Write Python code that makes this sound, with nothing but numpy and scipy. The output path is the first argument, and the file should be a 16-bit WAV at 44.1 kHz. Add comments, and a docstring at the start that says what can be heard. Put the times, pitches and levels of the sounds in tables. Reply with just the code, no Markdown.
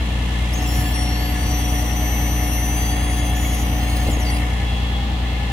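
"""A six-cylinder diesel truck idles on an open concrete yard, a stereo microphone standing behind it.
The tailpipe puffs, the block drones and clatters, and the crane's outrigger leg is pulled up:
the gear pump hums under load while oil whistles, squeals and hisses through the control valve.
The microphone comes close to the leg's side; the steel leg clunks home and the valve squeals shut.
The microphone draws back, the unloaded pump whines and the engine idles on."""
import sys
import numpy as np
from scipy import signal
from scipy.fft import rfft, irfft, next_fast_len
from scipy.io import wavfile
from scipy.ndimage import uniform_filter1d, map_coordinates

SR = 44100
rng = np.random.default_rng(int(sys.argv[2]) if len(sys.argv) > 2 else 0)


def store_wav(level_fs):
    """Save 16-bit WAV to argv[1]."""
    pcm = np.round(np.clip(np.atleast_2d(level_fs), -1, 1) * 32767)
    wavfile.write(sys.argv[1], SR, pcm.T.astype(np.int16))


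N = 243431
TIME = np.arange(N) / SR
BINS = np.fft.rfftfreq(N, 1 / SR)
OPEN_S, SHUT_S = 0.54, 4.51  # the lever holds the valve open while the leg rises
TEETH_PER_FIRING = 2.452  # the pump is geared to the engine

# engine speed: [t/s, firing rate/Hz]
FIRING_RATE = [(0, 60.05), (.5, 59.95), (.85, 59.75), (3.5, 59.9), (4.3, 59.8), (4.7, 60.05), (5.5, 60.1)]
# exhaust note: [multiple of the four-stroke cycle, relative level/dB]
EXHAUST_ORDERS = [(4, -56), (5, -43), (6, -20), (7, -35), (8, -34.5), (9, -32), (11, -52.5), (12, -32),
                  (14, -43), (18, -36), (20, -43.5), (22, -42), (24, -41)]
# the tailpipe as it reaches the microphone: [t/s, gain/dB]
TAILPIPE_GAIN = [(0, -1.5), (1.1, -1), (2.2, -0.7), (3.2, -0.6), (4.1, 0.5), (4.6, -1.3), (5.3, -2)]
# spectrum of the block's drone: [f/Hz, relative level/dB]
DRONE_SPECTRUM = [(20, -33), (45, 5.5), (100, 6.5), (170, 4.5), (260, 3.5), (380, -5.5), (500, -0.5),
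                  (650, -6), (820, -3), (1100, -6), (1500, -11), (2200, -25), (5000, -34.5)]
# spectrum of the diesel clatter: [f/Hz, relative level/dB]
CLATTER_SPECTRUM = [(500, -55), (1500, -9.5), (1900, -7.5), (2400, -4), (2800, -2), (3100, -0.5),
                    (3500, -5), (4500, -15), (5600, -12), (8200, -17.5), (11000, -19.5), (12500, -22),
                    (15500, -60)]
# engine treble at the microphone: [t/s, clatter level/dB, covers level/dB]
ENGINE_TREBLE = [(0, -37, -37.5), (.6, -34, -36.5), (1.7, -35, -35.5), (2.45, -36, -33.5),
                 (3.6, -35, -36.5), (4.45, -35, -34.5), (5.15, -41, -40.5), (5.52, -39.5, -34.5)]
# ringing engine covers: [f/Hz, width/Hz, relative level far/dB, relative level close/dB]
COVER_MODES = [(1734, 51, 3, -2), (1815, 40, -2.5, 1.5), (1986, 240, -5, -4), (2120, 53, -0.5, -4.5),
               (2196, 59, -4, 0.5), (2710, 128, -5, -4.5), (4110, 51, -7.5, -9.5)]
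# belt-driven parts: [f/Hz, level far/dB, level close/dB]
BELT_TONES = [(319.5, -48, -48), (628.6, -50, -45.5), (813, -49, -43)]
# swells of a narrow whine: [start/s, end/s, level/dB]
WHINE_SWELLS = [(.7, 1.05, -46), (1.53, 1.78, -42.5), (2.8, 3.55, -40), (4.64, 5.05, -39.5)]
# pump hum: [multiple of the tooth rate, relative level/dB, left minus right/dB]
PUMP_HARMONICS = [(1, -41.5, 1), (2, -33, -1), (3, -51, 2), (4, -52, -2), (5, -37, 5.5)]

# the valve's main whistle while the leg travels: [t/s, f/Hz, relative level/dB, octave/dB]
MAIN_JET = [(0.93, 5680, -37, -46), (.98, 5630, -35.5, -46), (1.12, 5635, -37, -48), (1.2, 5710, -43, -41),
            (1.3, 5790, -50, -39.5), (1.37, 5910, -41, -51), (1.54, 5950, -36.5, -43.5),
            (1.94, 5890, -37.5, -44), (1.96, 6030, -38, -44), (1.99, 5975, -35, -40),
            (2.35, 5965, -34.5, -38.5), (2.49, 5890, -38, -40), (2.58, 5950, -33.5, -39),
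            (2.69, 5980, -34, -40), (2.77, 6120, -34, -38.5), (2.91, 6105, -35.5, -38.5),
            (2.96, 6240, -41, -50), (3.09, 6350, -43, -47), (3.125, 5970, -41, -50), (3.16, 6300, -40, -49),
            (3.195, 6000, -39, -45), (3.215, 6500, -54, -52), (3.24, 6300, -40, -44), (3.3, 6240, -40, -45),
            (3.335, 6486, -54, -48), (3.36, 5980, -41, -46), (3.4, 5960, -41, -47), (3.44, 6100, -37, -42),
            (3.47, 5950, -47, -46), (3.56, 6000, -41.5, -50), (3.68, 5920, -44, -47), (3.8, 6020, -39, -43)]
# low whistle as the spool opens: [t/s, f/Hz, relative level/dB, octave/dB, third harmonic/dB]
LOW_JET_OPENING = [(.52, 3600, -66, -68, -70), (.56, 5050, -64, -66, -70), (.66, 4700, -58, -54, -62),
                   (.72, 4500, -49, -50, -58), (.78, 4500, -48, -47, -52), (.85, 4520, -42, -48, -55),
                   (.92, 4530, -51, -51, -55)]
# low whistle in steady flow: [t/s, f/Hz, relative level/dB, octave/dB, third harmonic/dB]
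LOW_JET_STEADY = [(.95, 4410, -43, -31, -47), (1.05, 4380, -41, -33, -45), (1.12, 4355, -40, -45, -45),
                  (1.25, 4500, -37.5, -49, -45), (1.36, 4500, -45, -37, -47), (1.48, 4535, -39, -37, -52),
                  (1.7, 4548, -52, -35, -47), (2.1, 4555, -50, -37.5, -48), (2.35, 4540, -48, -35, -48),
                  (2.47, 4545, -54, -34, -49), (2.56, 4590, -48, -31.5, -47), (2.66, 4590, -52, -32.5, -48),
                  (2.77, 4640, -44, -30.5, -46), (2.95, 4615, -43, -32.5, -46), (3.12, 4690, -49, -34, -48),
                  (3.2, 4690, -45, -35, -51), (3.3, 4760, -52, -37, -46), (3.36, 4850, -55, -45, -46),
                  (3.41, 4760, -52, -37, -45), (3.58, 4730, -50, -36, -48), (3.76, 4853, -51, -41, -46),
                  (3.84, 5060, -48, -46, -43), (3.91, 4880, -52, -41, -48), (3.99, 5010, -50, -43, -45),
                  (4.07, 4830, -53, -43, -50)]
# low whistle as the spool closes: [t/s, f/Hz, relative level/dB, octave/dB, third harmonic/dB]
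LOW_JET_CLOSING = [(4.128, 5550, -54, -46, -62), (4.169, 4900, -60, -49, -58), (4.2, 5820, -58, -47, -62),
                   (4.226, 4840, -52, -39, -46), (4.28, 4590, -38, -50, -50), (4.33, 4940, -46, -33.5, -54),
                   (4.37, 4930, -39, -43, -52), (4.39, 4930, -54, -58, -62)]
# spells of spool chatter: [start/s, end/s, depth 0-1]
SPOOL_CHATTER = [(.66, .94, 1), (1.4, 1.98, .7), (3.07, 3.65, .5), (3.85, 4.42, .7)]
# faint side jets: [start/s, end/s, multiple of the low whistle, level/dB, roughness 0-1]
SIDE_JETS = [(.93, 3.1, 1.62, -55, .35), (1.3, 2.3, 1.81, -50.5, .15), (.93, 1.45, 2.76, -54, .4),
             (1.4, 2.35, 3.21, -53, .45), (.93, 3.65, 3.36, -55, .5)]
# squeals at the valve's other edges:
# [start/s, length/s, first f/Hz, middle f/Hz, last f/Hz, relative level/dB, octave/dB, roughness 0-1]
EDGE_SQUEALS = [(.528, .03, 4700, 5900, 6900, -39.5, -43, .5),
                (.553, .05, 6950, 6500, 6330, -38.5, -50, .3), (.545, .06, 6250, 6400, 6300, -43, -50, .3),
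                (.615, .05, 6520, 6330, 5950, -43, -52, .35), (.6, .06, 5470, 5170, 5100, -44, -49, .4),
                (.66, .06, 5850, 5570, 5700, -41.5, -47, .4), (.715, .11, 5730, 5830, 5750, -42, -43.5, .4),
                (.675, .085, 5150, 5330, 5200, -42, -47.5, .4),
                (.66, .18, 7550, 7030, 7300, -46.5, -49, .6), (.835, .09, 7280, 7430, 7620, -48, -45, .25),
                (.76, .17, 5500, 5530, 5760, -48, -44, .6), (3.09, .05, 6400, 6800, 7000, -45, -51, .45),
                (3.183, .045, 7080, 6680, 6450, -42, -52, .35),
                (3.35, .05, 6500, 6880, 6900, -42, -51, .35), (3.405, .07, 6750, 6800, 6400, -42, -50, .35),
                (3.455, .18, 7000, 6580, 6950, -42, -50, .4), (3.46, .17, 6450, 6250, 6300, -50, -49, .35),
                (3.355, .275, 5560, 5640, 5560, -57, -48, .6), (3.51, .1, 5350, 5330, 5300, -50, -62, .5),
                (3.8, .09, 4400, 4220, 4280, -46, -43, .35), (3.89, .2, 4330, 4350, 4380, -46, -43.5, .9),
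                (3.8, .09, 6250, 6370, 6380, -45, -47, .35), (3.89, .19, 6400, 6420, 6480, -44.5, -47, .9),
                (4.108, .055, 7750, 6680, 6680, -37.5, -49, .3),
                (4.18, .035, 6550, 6700, 6500, -42, -56, .6),
                (4.21, .03, 6200, 5820, 5680, -37.5, -52, .25),
                (4.248, .02, 5250, 4950, 4700, -42, -50, .35),
                (4.262, .046, 4690, 4570, 4530, -35.5, -42, .2),
                (4.255, .06, 6150, 5950, 5900, -46, -54, .6),
                (4.295, .085, 4430, 4480, 4610, -50, -38, .25), (4.38, .04, 4620, 4700, 4250, -52, -43, .4)]
# screeches of the half-open spool: [start/s, end/s, level/dB, octave/dB]
SPOOL_SCREECHES = [(.55, .68, -52, -50), (.67, .94, -48, -45), (.75, .83, -50, -43), (3.36, 3.63, -54, -51),
                   (3.89, 4.08, -53, -51), (4.07, 4.15, -51, -46)]
# surges of turbulent oil: [start/s, end/s, relative level/dB]
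OIL_SURGES = [(.53, .95, -47), (.73, .85, -43), (.95, 3.9, -54), (3.1, 3.62, -49), (3.88, 4.41, -46),
              (4.06, 4.15, -41.5), (4.36, 4.52, -51)]
# hiss of the open valve: [f/Hz, relative level/dB]
FLOW_SPECTRUM = [(2000, -25), (4200, -3), (5500, -2.5), (7500, .5), (9000, -.5), (11500, -.5),
                 (13500, -1.5), (15500, -1.5)]
# hiss of oil returning to the tank: [f/Hz, relative level/dB]
RETURN_SPECTRUM = [(1500, -12), (2700, 10.5), (3500, 8.5), (4300, 4), (5200, -6), (7500, -10.5),
                   (11000, -36), (15000, -16)]
# the leg knocks home: [t/s, strength/dB, hardness as cutoff f/Hz]
LEG_KNOCKS = [(4.067, -28, 526), (4.083, -16.5, 200), (4.088, -21.5, 800), (4.172, -23.5, 400),
              (4.197, -25, 350)]
# modes of the steel leg: [f/Hz, relative level/dB, t60/s]
LEG_MODES = [(80.4, -9, 0.067), (135.6, -6, 0.098), (240.6, -1.5, 0.14), (344, 0, 0.075), (458, 2, 0.059),
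             (540, 0.5, 0.052), (640, -16, 0.12), (1320, -12, .05)]

# two wind or handling bumps on the microphone, then the leg's thud: [t/s, length/s, level/dB]
RUMBLES = [(0.796, 0.15, -23.5), (1.474, 0.3, -25), (4.084, 0.057, -19)]
# likeness of the engine at the microphone's two ports: [f/Hz, correlation]
ENGINE_LIKENESS = [(60, 1), (250, 0.86), (500, 0.7), (900, 0.54), (1400, -0.36), (2200, 0.34),
                   (3100, -0.04), (7000, 0), (15000, -0.3)]
# the engine's balance at the microphone: [f/Hz, left minus right/dB]
ENGINE_BALANCE = [(60, 1.3), (130, 2.4), (280, 0.59), (550, 4.3), (1100, 2.4), (3000, 0.55), (15000, 0.5)]
# the valve's balance at the microphone: [f/Hz, left minus right/dB]
VALVE_BALANCE = [(4500, 1), (6000, 8.5), (7500, -3), (9000, 3.5), (15000, -2)]
# the valve's phase between the ports: [f/Hz, left lead/rad]
VALVE_LEAD = [(800, 1.5), (4500, 1.76), (6000, 1), (7300, 0), (8200, 2), (8750, 3.35), (9080, 3.05),
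              (9200, 2.75), (9650, 2.4), (10300, 1.5), (11900, -1.1), (13400, -3.5), (14500, -5),
              (15500, -5)]


def exhaust(firings, unsteady=0.057, dispersion=0.5):
    """Six puffs a cycle, smeared by the pipe; unequal cylinders add orders between firing harmonics."""
    out = np.zeros((2, N))
    for order, db in EXHAUST_ORDERS:
        harmonic = order / 6
        shift = dispersion * (harmonic - 1) ** 2 if order % 3 == 0 else 2 * np.pi * rng.random()
        tone = np.cos(2 * np.pi * harmonic * firings + shift) * (1 + unsteady * harmonic * drift(15))
        out += np.sqrt(2) * gain_of(db) * tone * sides(at_hz(ENGINE_BALANCE, order * 10))
    return out * gain_of(curve(TAILPIPE_GAIN)[0])


def engine(firings, ripple_db=2):
    """The block's low drone, diesel clatter in its many close modes, and the ringing covers."""
    clatter_gain, covers_gain = gain_of(curve(ENGINE_TREBLE))
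    ripple = uniform_filter1d(uniform_filter1d(rng.standard_normal(len(BINS)), 160), 120)
    clatter_db = at_hz(CLATTER_SPECTRUM, BINS) + ripple_db * unit_rms(ripple)
    drone = engine_at_mic(combustion(firings, repeat=0.62, depth=0.065), at_hz(DRONE_SPECTRUM, BINS))
    clatter = engine_at_mic(combustion(firings, repeat=0.38, depth=0.21), clatter_db)
    drone_gain = by_load(idle_db=-30.5, loaded_db=-29.5)
    return drone_gain * drone + clatter_gain * clatter + covers_gain * covers()


def combustion(firings, repeat, depth, size=4416):
    """Noise that swells at each firing; the share `repeat` comes back alike in every engine cycle."""
    place = firings / 6 % 1 * size
    patterns = rng.standard_normal((2, size))
    alike = unit_rms(np.array([map_coordinates(p, [place], order=3, mode="grid-wrap") for p in patterns]))
    noise = np.sqrt(repeat) * alike + np.sqrt(1 - repeat) * rng.standard_normal((2, N))
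    return noise * (1 + depth * np.cos(2 * np.pi * firings) + 0.06 * np.cos(np.pi * firings))


def covers(rattle_db=2.4, wander=.004):
    """Each engine cover rings in its own narrow band, in uneven bursts."""
    out = np.zeros((2, N))
    for hz, width, far_db, close_db in COVER_MODES:
        phase = 2 * np.pi * np.cumsum(hz * (1 + wander * drift(8))) / SR
        cos, sin = np.cos(phase), np.sin(phase)
        ring = np.array([drift(width / 2) * cos + drift(width / 2) * sin for _ in range(2)])
        out += ring * np.sqrt(width) * by_distance(far_db, close_db) * gain_of(rattle_db * drift(12.2))
    return engine_at_mic(out, 0)


def engine_at_mic(pair, colour_db):
    """Colours two unrelated signals; the ports share the bass and hear the scattered treble apart."""
    left, other = rfft(pair)
    likeness = at_hz(ENGINE_LIKENESS, BINS)
    right = likeness * left + np.sqrt(1 - likeness ** 2) * other
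    spectrum = np.array([left, right]) * sides(at_hz(ENGINE_BALANCE, BINS)) * gain_of(colour_db)
    return unit_rms(irfft(spectrum, N))


def pump(firings, ripple=0.12):
    """Pressure pulses of the gear teeth, a hum that is loud only under load."""
    teeth = 2 * np.pi * TEETH_PER_FIRING * firings
    hum = sum(sides(side_db) * gain_of(db) * np.sin(k * teeth + 2 * np.pi * rng.random())
              for k, db, side_db in PUMP_HARMONICS)
    return np.sqrt(2) * hum * by_load(idle_db=-11.5, loaded_db=-1) * (1 + ripple * drift(11))


def valve(firings, main_db=1, low_db=-0.6):
    """Two whistles and faint side jets, which wobble and sputter when the spool chatters."""
    chatter = sum(depth * gate(start, end, 0.04) for start, end, depth in SPOOL_CHATTER)
    shake = 1 + oil_pressure(firings) + .007 * chatter * drift(28)
    eddies = dict(jitter=.0022 + .006 * chatter, flicker_db=.9 + 1.8 * chatter, fuzz=.13)
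    main_hz, *levels_db = curve(MAIN_JET)
    main = whistle(MAIN_JET[0][0], MAIN_JET[-1][0], main_hz * shake, levels_db, rasp=0.12, **eddies)
    low_jet = [*LOW_JET_OPENING, *LOW_JET_STEADY, *LOW_JET_CLOSING]
    low_hz, *levels_db = curve(low_jet)
    low = whistle(low_jet[0][0], low_jet[-1][0], low_hz * shake, levels_db, rasp=0.16, **eddies)
    out = gain_of(main_db) * main + gain_of(low_db) * low
    for start, end, ratio, db, rough in SIDE_JETS:
        out += whistle(start, end, ratio * low_hz * shake, [db], jitter=.016 * rough,
                       rasp=.4 * rough, flicker_db=3, wander=.007 * rough)
    return out


def oil_pressure(firings, wander=0.00223, throb=0.0023, ripple=.0015):
    """Relative pitch shake of the valve's whistles: turbulence, engine throb and pump ripple."""
    teeth = 2 * np.pi * TEETH_PER_FIRING * firings
    return wander * drift(22) + throb * np.sin(np.pi * firings) + ripple * np.sin(2 * teeth)


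def whistle(start, end, hz, harmonics_db, jitter, rasp, flicker_db=2, wander=0, fuzz=0, fade_s=0.0032):
    """An oil jet sings at an edge; eddies shake its pitch and break up its level."""
    span = slice(round(start * SR), round(end * SR))
    t, hz, jitter, flicker_db, *harmonics_db = (
        np.broadcast_to(v, N)[span] for v in (TIME, hz, jitter, flicker_db, *harmonics_db))
    hz = hz * (1 + wander * drift(37.7, len(t)))
    phase = 2 * np.pi * np.cumsum(hz * (1 + jitter * drift(520, len(t)))) / SR
    strength = gain_of(flicker_db * drift(40, len(t))) * (1 + rasp * drift(300, len(t)))
    strength *= np.sqrt(2) * np.clip(np.minimum(t - start, end - t) / fade_s, 0, 1)
    out = np.zeros((2, N))
    strongest_db = np.max(harmonics_db, 0)
    for k, db in enumerate(harmonics_db, 1):
        partial_hz = k * hz
        weak = np.clip((strongest_db - db) / 15, 0, 1)  # weak partials come and go, and fray
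        gain = gain_of(db + 2.5 * weak * drift(18, len(t))) * (partial_hz < SR / 2)
        fray = (fuzz + .3 * weak) * drift(550, len(t))
        lead = np.array([[.5], [-.5]]) * at_hz(VALVE_LEAD, partial_hz)
        balance = sides(at_hz(VALVE_BALANCE, partial_hz))
        balance /= np.sqrt((balance ** 2).mean(0))
        out[:, span] += strength * balance * gain * np.sin(k * phase + lead + fray)
    return out


def squeals(gain_db=1):
    """Short, rough jets at the valve's other edges, each one arched glide."""
    out = np.zeros((2, N))
    for start, length, first_hz, middle_hz, last_hz, db, octave_db, rough in EDGE_SQUEALS:
        arch = np.polyfit([0, .5, 1], [first_hz, middle_hz, last_hz], 2)
        hz = np.polyval(arch, np.clip((TIME - start) / length, 0, 1))
        out += whistle(start, start + length, hz, [db, octave_db, octave_db - 7], jitter=.016 * rough,
                       rasp=.4 * rough, flicker_db=3 * rough, wander=.014 * rough, fuzz=.55 * rough)
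    return gain_of(gain_db) * out


def screech(jets=4, low_hz=4300, high_hz=7400, wander=.018):
    """Ragged jets spread over the treble wander and sputter while the spool is half open."""
    out = np.zeros((2, N))
    for start, end, db, octave_db in SPOOL_SCREECHES:
        for hz in np.geomspace(low_hz, high_hz, jets):
            out += whistle(start, end, hz * (1 + wander * rng.standard_normal()), [db, octave_db],
                           jitter=.011, rasp=.3, flicker_db=4, wander=wander, fuzz=.35)
    return out / np.sqrt(jets)


def leg(rattle=0.3, rattle_s=.03):
    """Steel on steel, left of centre: a blow and a rattle ring the leg, soft blows only its low modes."""
    out, t = np.zeros(N), TIME[:SR // 2]
    for start, strength_db, hard_hz in LEG_KNOCKS:
        ring = sum(gain_of(db - 60 * t / t60) * np.sin(2 * np.pi * hz * t)
                   / np.hypot(1, (hz / hard_hz) ** 2) for hz, db, t60 in LEG_MODES)
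        blow = rattle * rng.standard_normal(len(t)) * np.exp(-t / rattle_s) / np.sqrt(rattle_s * SR / 2)
        blow[0] += 1
        add(out, start, gain_of(strength_db) * signal.fftconvolve(blow, ring))
    return out * sides(2.5)


def oil(surge_db=.5, sputter_db=.6, before_db=-40, after_db=-37, ramp_s=0.23):
    """Oil hisses in surges through the open valve, and back to the tank when it is centred."""
    flow = np.sqrt(swell_power(OIL_SURGES, ramp_s=.08)) * gain_of(surge_db + sputter_db * drift(90))
    before = gain_of(before_db) * np.clip((OPEN_S - TIME) / ramp_s + .5, 0, 1)
    after = gain_of(after_db) * np.clip((TIME - SHUT_S) / ramp_s + 0.16, 0, 1)
    return hiss(FLOW_SPECTRUM) * flow + hiss(RETURN_SPECTRUM) * (before + after)


def free_pump(hz=787, db=-41.5, wander=0.0204):
    """A wavering whine once the load is off the pump."""
    return whistle(SHUT_S, N / SR, hz * (1 + wander * drift(25.6)), [db], jitter=0.019, rasp=0.17)


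def belt_parts(firings, waver=0.6, throb=0.79, swell_db=2):
    """Faint wavering tones of the belt-driven parts, throbbing with each engine cycle."""
    out = np.zeros((2, N))
    for hz, far_db, close_db in BELT_TONES:
        pulse = 1 + throb * np.cos(2 * np.pi * (firings / 6 + rng.random()))
        envelope = unit_rms(pulse * gain_of(swell_db * drift(6)))
        tone = np.sqrt(2) * np.sin(2 * np.pi * hz * TIME + waver * drift(6.5))
        out += sides(at_hz(ENGINE_BALANCE, hz)) * by_distance(far_db, close_db) * envelope * tone
    return out


def whine(hz=3343.5, base_db=-47, waver=0.52, flicker_db=2):
    """One narrow whine flickers and swells in the background."""
    tone = np.array([np.sin(2 * np.pi * hz * TIME + waver * drift(9.8)) for _ in range(2)])
    level = np.sqrt(gain_of(base_db) ** 2 + swell_power(WHINE_SWELLS, ramp_s=0.16))
    return level * unit_rms(tone * gain_of(flicker_db * drift(40)))


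def rumbles(centre_hz=75):
    """Low wind or handling bumps on the microphone, and the leg's thud: short swells of deep noise."""
    band = 1 / (1 + (BINS / centre_hz - centre_hz / (BINS + 1)) ** 2)
    noise = unit_rms(irfft(rfft(rng.standard_normal(N)) * band, N))
    return noise * sum(gain_of(db) * np.cos(np.pi * np.clip((TIME - peak_s) / length, -.5, .5)) ** 2
                       for peak_s, length, db in RUMBLES)


def hiss(spectrum):
    """Turbulent noise, unrelated at the two ports."""
    return unit_rms(irfft(rfft(rng.standard_normal((2, N))) * gain_of(at_hz(spectrum, BINS)), N))


def by_load(idle_db, loaded_db):
    """A gain that moves from its idle to its loaded value while the valve is open."""
    return gain_of(idle_db + (loaded_db - idle_db) * gate(OPEN_S, SHUT_S, ramp_s=0.076))


def by_distance(far_db, close_db):
    """A gain that changes as the microphone comes close to the leg's side and draws back."""
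    return gain_of(far_db + (close_db - far_db) * gate(1.68, 4.46, ramp_s=0.35))


def swell_power(rows, ramp_s):
    """Summed power of stretches that ramp in and out."""
    return sum((gain_of(db) * gate(start, end, ramp_s)) ** 2 for start, end, db in rows)


def gate(start, end, ramp_s):
    """One between two times, zero outside, with straight ramps centred on the edges."""
    return np.clip(np.minimum(TIME - start, end - TIME) / ramp_s + .5, 0, 1)


def drift(rate_hz, count=N):
    """Smooth random motion of rms one, up to about rate_hz."""
    size = next_fast_len(max(count, SR) // 8 + 1)  # drawn at an eighth of the sample rate
    hz = np.fft.rfftfreq(size, 8 / SR)
    slow = irfft(rfft(rng.standard_normal(size)) / (1 + (hz / rate_hz) ** 4), size)
    return np.interp(np.arange(count) / 8, np.arange(size), unit_rms(slow))


def curve(rows):
    """Each column of a table, joined by straight lines in time."""
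    times, *columns = np.transpose(rows)
    return [np.interp(TIME, times, column) for column in columns]


def at_hz(rows, hz):
    """A table read on a log-frequency axis."""
    f, value = np.transpose(rows)
    return np.interp(np.log(hz + 1), np.log(f + 1), value)


def sides(db):
    """Left and right gains for a level difference."""
    return gain_of(np.array([[.5], [-.5]]) * db)


def gain_of(db):
    """Decibels to amplitude."""
    return 10 ** (np.asarray(db) / 20)


def unit_rms(x):
    """Scales to an rms of one."""
    return x / np.sqrt(np.mean(x ** 2) + 1e-20)


def add(mix, start, sound):
    """Mixes a sound in at a time."""
    part = mix[..., round(start * SR):][..., :sound.shape[-1]]
    part += sound[..., :part.shape[-1]]


def scene():
    """The yard from behind the truck: engine and hydraulics share one running count of firings."""
    firings = .47 + np.cumsum(curve(FIRING_RATE)[0]) / SR
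    truck = exhaust(firings) + engine(firings) + belt_parts(firings) + whine()
    bumps = rumbles()
    hydraulics = pump(firings) + free_pump() + valve(firings) + squeals() + screech() + oil()
    return truck + hydraulics + leg() + bumps


def record(dry):
    """The recorder's band limit, 15.8 kHz."""
    lowpass = signal.firwin(511, 15800, window=("kaiser", 9), fs=SR)
    return signal.oaconvolve(dry, lowpass[None], "same")


dry = scene()
out = record(dry)
store_wav(out)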